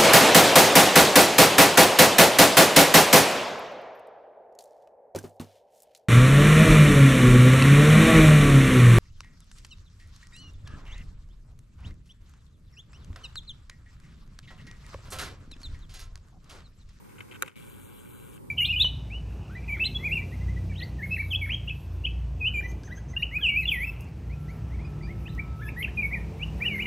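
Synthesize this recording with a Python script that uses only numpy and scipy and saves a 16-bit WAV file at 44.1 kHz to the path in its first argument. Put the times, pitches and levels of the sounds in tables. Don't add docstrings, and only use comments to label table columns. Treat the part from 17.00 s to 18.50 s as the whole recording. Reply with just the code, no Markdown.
import sys
import numpy as np
from scipy import signal
from scipy.fft import rfft, irfft, next_fast_len
from scipy.io import wavfile
from scipy.ndimage import uniform_filter1d, map_coordinates

SR = 44100
rng = np.random.default_rng(int(sys.argv[2]) if len(sys.argv) > 2 else 0)


def transcribe(signal):
    frames = np.atleast_2d(signal).T
    limited = np.clip(frames, -1, 1)
    pcm = np.round(limited * 32767).astype(np.int16)
    wavfile.write(sys.argv[1], SR, pcm)


def invert_db(x):
    u = np.asarray(x, float) / 20
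    return 10 ** u


N = 66150

# (frequency [Hz], level [dB per Hz])
RUMBLE_MID = [(13, -48), (22, -39), (43, -3), (75, -8), (109, -4), (299, -9), (474, -14), (540, -15),
              (690, -36.5), (900, -80), (1520, -120)]
RUMBLE_SIDE = [(13, -42), (22, -13), (81, -7), (168, -4.5), (291, -9.5), (326, -9.5), (355, -8.5),
               (540, -15.5), (690, -30), (900, -63), (1520, -120)]
AIR_MID = [(400, -17), (680, -22), (815, -5), (904, -4.5), (1080, -6), (1890, -22), (6640, -28.5),
           (8160, -18.5), (14000, -20.5), (15000, -23.5)]
AIR_SIDE = [(400, -40), (680, -62), (764, -16), (964, -9.5), (1820, -31), (8710, -38.5), (12500, -43.5),
            (13400, -35), (15000, -50)]
# (middle [dB], side [dB])
RUMBLE_DB = [-56, -49.5]
AIR_DB = [-62.5, -62]
RUMBLE_GROWS_DB_PER_S = 2.2
# (frequency [Hz], level [dB per Hz])
LEAVES = [(1200, -34), (1900, 4.5), (3000, -8), (5000, -5), (7000, -7), (9000, -35)]
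# (time [s], level [dB])
BREEZE = [
    (0, -67.5),
    (.5, -64.5),
    (1, -78),
    (1.5, -73),
]
# (frequency [Hz], width [Hz], level [dB])
ENGINE = [(95.8, 10, -63), (121, 8.4, -66.5)]

# (frequency [Hz], width [Hz], level [dB])
LOW = [(348, 150, -1), (506, 113, -7.5), (1030, 600, -9), (1522, 220, 3.5), (1674, 86, -5.5)]
SHELL = [(2244, 360, 0)]
MIDDLE = [(2610, 120, 2), (3096, 174, -2), (3730, 130, -10)]
BRIGHT = [(6400, 530, -4), (7540, 440, -1.5), (8600, 270, -3), (9600, 790, -4)]
TOP = [(10270, 200, -0.5), (11440, 160, -1.5), (12080, 146, 4), (13000, 780, -8.5), (13600, 280, -1),
       (14390, 110, -1)]
# (left minus right [dB], left lead [radians], likeness [0-1])
PORTS = [(-2, 1, 0.5), (5, -0.83, 0.8), (5, -0.94, 0.68), (3.5, -0.73, 1), (9.5, -0.73, 1)]

# (time [s], level [dB])
THUDS = [
    (.206, -55),
    (.315, -55),
    (0.504, -47),
    (.518, -52),
]
THUD_T60 = 0.04
# (frequency [Hz], width [Hz], level [dB])
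GRIP = [(298, 136, 0.5), (535, 160, -4.5)]

# (time [s], low ring [dB], middle ring [dB], bright ring [dB])
TICKS = [(0.1034, -61, -61.5, -78), (.1565, -52, -82, -73), (.1625, -55, -77, -68), (0.1832, -51, -48, -72),
         (.2054, -43, -38, -60), (.2077, -40, -39, -62), (0.2874, -58, -60, -75), (.3128, -52, -44, -62),
         (.3153, -54, -49, -66), (.3203, -53, -45, -63), (.3228, -56, -49, -66), (.3280, -48, -47, -63),
         (.3375, -46, -51, -63), (.3446, -52, -46, -63), (.3512, -47, -49, -63), (.3570, -51, -49, -63),
         (.3605, -51, -49, -64), (.3632, -50, -54, -66), (0.4458, -50, -52, -62), (.4490, -48, -56, -65),
         (.4596, -50, -48, -57), (.4620, -52, -46, -62), (0.4782, -52, -42, -60), (.4806, -50, -43, -64),
         (0.4948, -48, -44, -73), (.5030, -45, -48, -70), (.5147, -47, -45, -70), (.5215, -48, -50, -72),
         (.5410, -58, -53, -75), (.5485, -58, -53, -75), (1.356, -66, -66, -63), (1.3777, -50, -55, -72)]
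TICK_T60 = [0.013, 0.017, 0.012, 0.0097, 0.0059]
TICK_FIRM, TICK_SHELL_DB = 0.5, -3
# (time [s], level [dB])
RUB = [(0, -71), (0.091, -66.5), (.16, -63), (0.228, -59), (.28, -77), (.31, -60), (.34, -58), (.375, -68),
       (.4, -62.5), (.47, -58.5), (0.558, -67)]
RUB_DB = [1.5, -3.5, -11.5, -9.5, -29]

# (time [s], low [dB], middle [dB], bright [dB], top [dB])
SNAP = [
    (0.4224, -23, -20.5, -23.5, -30),
    (.4231, -16.5, -32.5, -33, -27.5),
    (.4237, -27.5, -24.5, -43, -27.5),
    (0.4247, -40, -40, -35.5, -44),
    (0.4271, -41, -40, -32, -44),
    (.4310, -22, -37, -51, -49),
]
SNAP_T60 = [0.0044, 0.0055, 0.0057, 0.0067]
SNAP_FIRM = [0.35, 0.86, 0.19, 0.29]
# (frequency [Hz], width [Hz], level [dB])
LEVER = [
    [(415, 108, -10), (524, 25.4, -7), (848, 57, -10.5), (1130, 160, -8), (1446, 196, -2)],
    [(2280, 144, 0.5), (2700, 150, -3.5), (3130, 87, -13), (3870, 200, -4)],
    [(4800, 400, -14.5), (6300, 440, -1), (7230, 670, -2.5), (9000, 1100, -7)],
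    [(10940, 610, 1), (12360, 900, -11.5), (13560, 1000, -7)],
]
# (left minus right [dB], left lead [radians], likeness [0-1])
LEVER_PORTS = [(-5.5, 1, 0.68), (7, -1.5, 0.43), (1.5, -1.5, 0.37), (7, 3.5, 0.47)]

STEP_HZ, ZOOM_S, ZOOM_STEPS = 119.8, 0.5571, 98
CATCH_UP_S, CATCH_UP_TIME_S = 0.0012, 0.09
ZOOM_DB = [-61, -56, -61.5, -66, -61.5]
ZOOM_T60 = [0.023, 0.0071, 0.011, 0.0072, 0.0067]
STEP_FIRM = [.4, .85, .55, .35, .45]
STEP_SCATTER_DB = 1.4
# (housing ring [dB], gearbox ring [dB])
START_DB = [12, 9]
START_S = 0.07
GEAR_DB = [-6, 0, -6, -2, 3, 6]
WHIRR_DB = [-68, -78, -69, -65.5, -67.5]
WHIRR_RISE_S, WHIRR_FALL_S = 0.02, 0.02
# (frequency [Hz], width [Hz], level [dB])
HOUSING = [(2320, 140, 0)]
GEARBOX = [(2700, 210, 0), (3080, 117, 0), (3330, 120, -0.5), (3960, 210, -6), (4644, 100, -10),
           (5520, 120, -12.5)]
BARREL = [(6340, 360, -4), (7150, 510, -1), (8160, 350, 0.5), (8370, 200, 0), (9510, 570, 3.5)]
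# (left minus right [dB], left lead [radians], likeness [0-1])
MOTOR_PORTS = [(0, 1, 0.83), (6, -1.2, 1), (7, -1.35, 1), (5.5, -0.57, 0.81), (10, -0.15, 0.34)]

DUCK_S, DUCK_END_S = 0.4875, 0.5571
# (level at start [dB], level at end [dB])
DUCK_DB = [-8.5, -13.5]
TOP_HZ, CLICK_TOP_HZ = 15000, 16500
# (middle [dB], side [dB])
WEAK_DB = [-9, -5]
WEAK_FROM_HZ, LOUD_DB = 4300, -40
DIP_HZ, DIP_WIDTH_HZ, DIP_DEPTH = 5120, 450, 0.45
EDGE_HZ, EDGE_DB_PER_KHZ = 14000, -4


def unit(x):
    return x / np.sqrt(np.mean(x ** 2) + 1e-20)


def filtered(x, response):
    m = next_fast_len(N + 8192)
    return irfft(rfft(x, m) * response(np.fft.rfftfreq(m, 1 / SR)), m)[..., :N]


def wobble(rate):
    knots = rng.standard_normal(int(N * rate / SR) + 4)
    return map_coordinates(knots, [np.arange(N) * rate / SR])


def shaped(points):
    f, db = np.transpose(points)
    noise = rng.standard_normal(N)
    return unit(filtered(noise, lambda hz: invert_db(np.interp(np.log(hz + 1), np.log(f + 1), db))))


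def ring(modes, f):
    return sum((-1) ** k * invert_db(db) * 1j * f * w / (c * c - f * f + 1j * f * w)
               for k, (c, w, db) in enumerate(modes))


def body(modes, f):
    lo, hi = modes[0][0], modes[-1][0]
    centre = np.sqrt(lo * hi)
    return ring(modes, f) * ring([(centre, hi - lo + 0.8 * centre, 0)], f)


def outdoors():
    swell = invert_db(1.23 * wobble(3.95) + RUMBLE_GROWS_DB_PER_S * (np.arange(N) - N / 2) / SR)
    mid = invert_db(RUMBLE_DB[0]) * swell * shaped(RUMBLE_MID) + invert_db(AIR_DB[0]) * shaped(AIR_MID)
    side = invert_db(RUMBLE_DB[1]) * swell * shaped(RUMBLE_SIDE) + invert_db(AIR_DB[1]) * shaped(AIR_SIDE)
    return np.array([mid + side, mid - side])


def drone():
    out = 0
    for hz, width, db in ENGINE:
        tone = filtered(rng.standard_normal(N), lambda f: ring([(hz, width, 0)], f) ** 2)
        out = out + invert_db(db) * unit(tone)
    return out


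def leaves():
    breeze = invert_db(np.interp(np.arange(N) / SR, *np.transpose(BREEZE)))
    return breeze * np.array([shaped(LEAVES), shaped(LEAVES)])


def knocks(times, db, t60, firm):
    starts = np.bincount(np.round(np.asarray(times) * SR).astype(int), invert_db(db), N)
    fall = invert_db(-60 * np.arange(SR // 20) / SR / t60)
    firm = np.clip(firm, 0, 1)
    scrape = np.sqrt(1 - firm) * signal.fftconvolve(starts, fall)[:N]
    blows = np.sqrt(firm) * np.linalg.norm(fall) * starts
    return np.array([scrape, blows])


def casing(forces, rings, ports):
    out = 0
    for (scrape, blows), modes, (pan_db, lead, alike) in zip(forces, rings, ports):
        a, b = rng.standard_normal((2, N))
        u = np.arccos(np.clip(alike, 0, 1)) / 2
        noise = np.array([np.cos(u) * a + np.sin(u) * b, np.cos(u) * a - np.sin(u) * b])
        pair = scrape * noise + blows
        power = np.mean(np.abs(body(modes, np.linspace(1, SR / 2, num=4000))) ** 2)
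        port = (invert_db(pan_db / 2) * np.exp(0.5j * lead)) ** np.array([[1], [-1]])
        out = out + filtered(pair, lambda f: port * body(modes, f) / np.sqrt(power))
    return out


def grip():
    return casing([knocks(*np.transpose(THUDS), THUD_T60, 0.44)], [GRIP], [(-1.2, 0.94, 0.3)])


def fingers():
    s, low, middle, bright = np.transpose(TICKS)
    rub_level = np.interp(np.arange(N) / SR, *np.transpose(RUB), right=-120)
    rub = invert_db(rub_level + 4.5 * wobble(89.2)) * [[1], [0]]
    levels = low, middle + TICK_SHELL_DB, middle, bright, bright
    forces = [knocks(s, db, t60, TICK_FIRM) + invert_db(rub_db) * rub
              for db, t60, rub_db in zip(levels, TICK_T60, RUB_DB)]
    return casing(forces, (LOW, SHELL, MIDDLE, BRIGHT, TOP), PORTS)


def lever():
    s, *levels = np.transpose(SNAP)
    forces = [knocks(s, *row) for row in zip(levels, SNAP_T60, SNAP_FIRM)]
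    return casing(forces, LEVER, LEVER_PORTS)


def zoom_motor():
    t = np.arange(N) / SR
    steps = np.arange(ZOOM_STEPS) / STEP_HZ
    times = ZOOM_S + steps - CATCH_UP_S * (1 - np.exp(-steps / CATCH_UP_TIME_S))
    slack = np.exp(-steps / START_S)
    gear_db = np.resize(GEAR_DB, ZOOM_STEPS)
    extra = [0, START_DB[0] * slack, START_DB[1] * slack, 0.4 * gear_db, gear_db]
    rise = (t - ZOOM_S) / WHIRR_RISE_S
    fall = 1 + (times[-1] - t) / WHIRR_FALL_S
    running = np.clip(np.minimum(rise, fall), 0, 1) * [[1], [0]]
    forces = []
    for zoom_db, whirr_db, t60, more, firm in zip(ZOOM_DB, WHIRR_DB, ZOOM_T60, extra, STEP_FIRM):
        whirr = running * invert_db(whirr_db + 2.34 * wobble(24.98))
        step_db = zoom_db + more + rng.normal(0, STEP_SCATTER_DB, ZOOM_STEPS)
        forces.append(whirr + knocks(times, step_db, t60, firm))
    return casing(forces, (LOW, HOUSING, GEARBOX, BARREL, TOP), MOTOR_PORTS)


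def scene():
    air = outdoors() + drone() + leaves()
    handling = grip() + fingers()
    return filtered(air + handling + zoom_motor(), lambda hz: hz < TOP_HZ) + lever()


def thinned(x):
    hz, _, z = signal.stft([x[0] + x[1], x[0] - x[1]], SR, nperseg=2048)
    z = z[:, :-1]
    f = hz[:-1, None]
    power = np.mean(np.abs(z.reshape(2, -1, 4, z.shape[-1])) ** 2, axis=2)
    bands = np.repeat(power, 4, axis=1)
    treble = np.mean(bands[0, (hz[:-1] > WEAK_FROM_HZ) & (hz[:-1] < TOP_HZ)], axis=0)
    dip = np.abs(1 - DIP_DEPTH * ring([(DIP_HZ, DIP_WIDTH_HZ, 0)], f)) ** 2
    dip = dip * invert_db(2 * EDGE_DB_PER_KHZ * np.clip(f - EDGE_HZ, 0, None) / 1000)
    loud = treble > invert_db(2 * LOUD_DB) / len(hz)
    strong = bands * dip > invert_db(2 * np.reshape(WEAK_DB, (2, 1, 1))) * treble
    keep = (f < WEAK_FROM_HZ) | (strong & (f < TOP_HZ)) | loud
    kept = np.pad(z * keep, ((0, 0), (0, 1), (0, 0)))
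    mid, side = signal.istft(kept, SR, nperseg=2048)[1][:, :N] / 2
    return np.array([mid + side, mid - side])


def roll_off(x):
    return signal.sosfilt(signal.butter(12, 16670, fs=SR, output="sos"), x)


def record(dry):
    t = np.arange(N) / SR
    duck = invert_db(np.interp(t, [DUCK_S, DUCK_END_S], DUCK_DB))
    gain = uniform_filter1d(np.where((t > DUCK_S) & (t < DUCK_END_S), duck, 1.0), size=20)
    limit = lambda hz: np.where(hz < TOP_HZ, 1, invert_db(-14)) * (hz < CLICK_TOP_HZ)
    mix = thinned(filtered(dry * gain, limit))
    return roll_off(mix)


dry = scene()
out = record(dry)
transcribe(out)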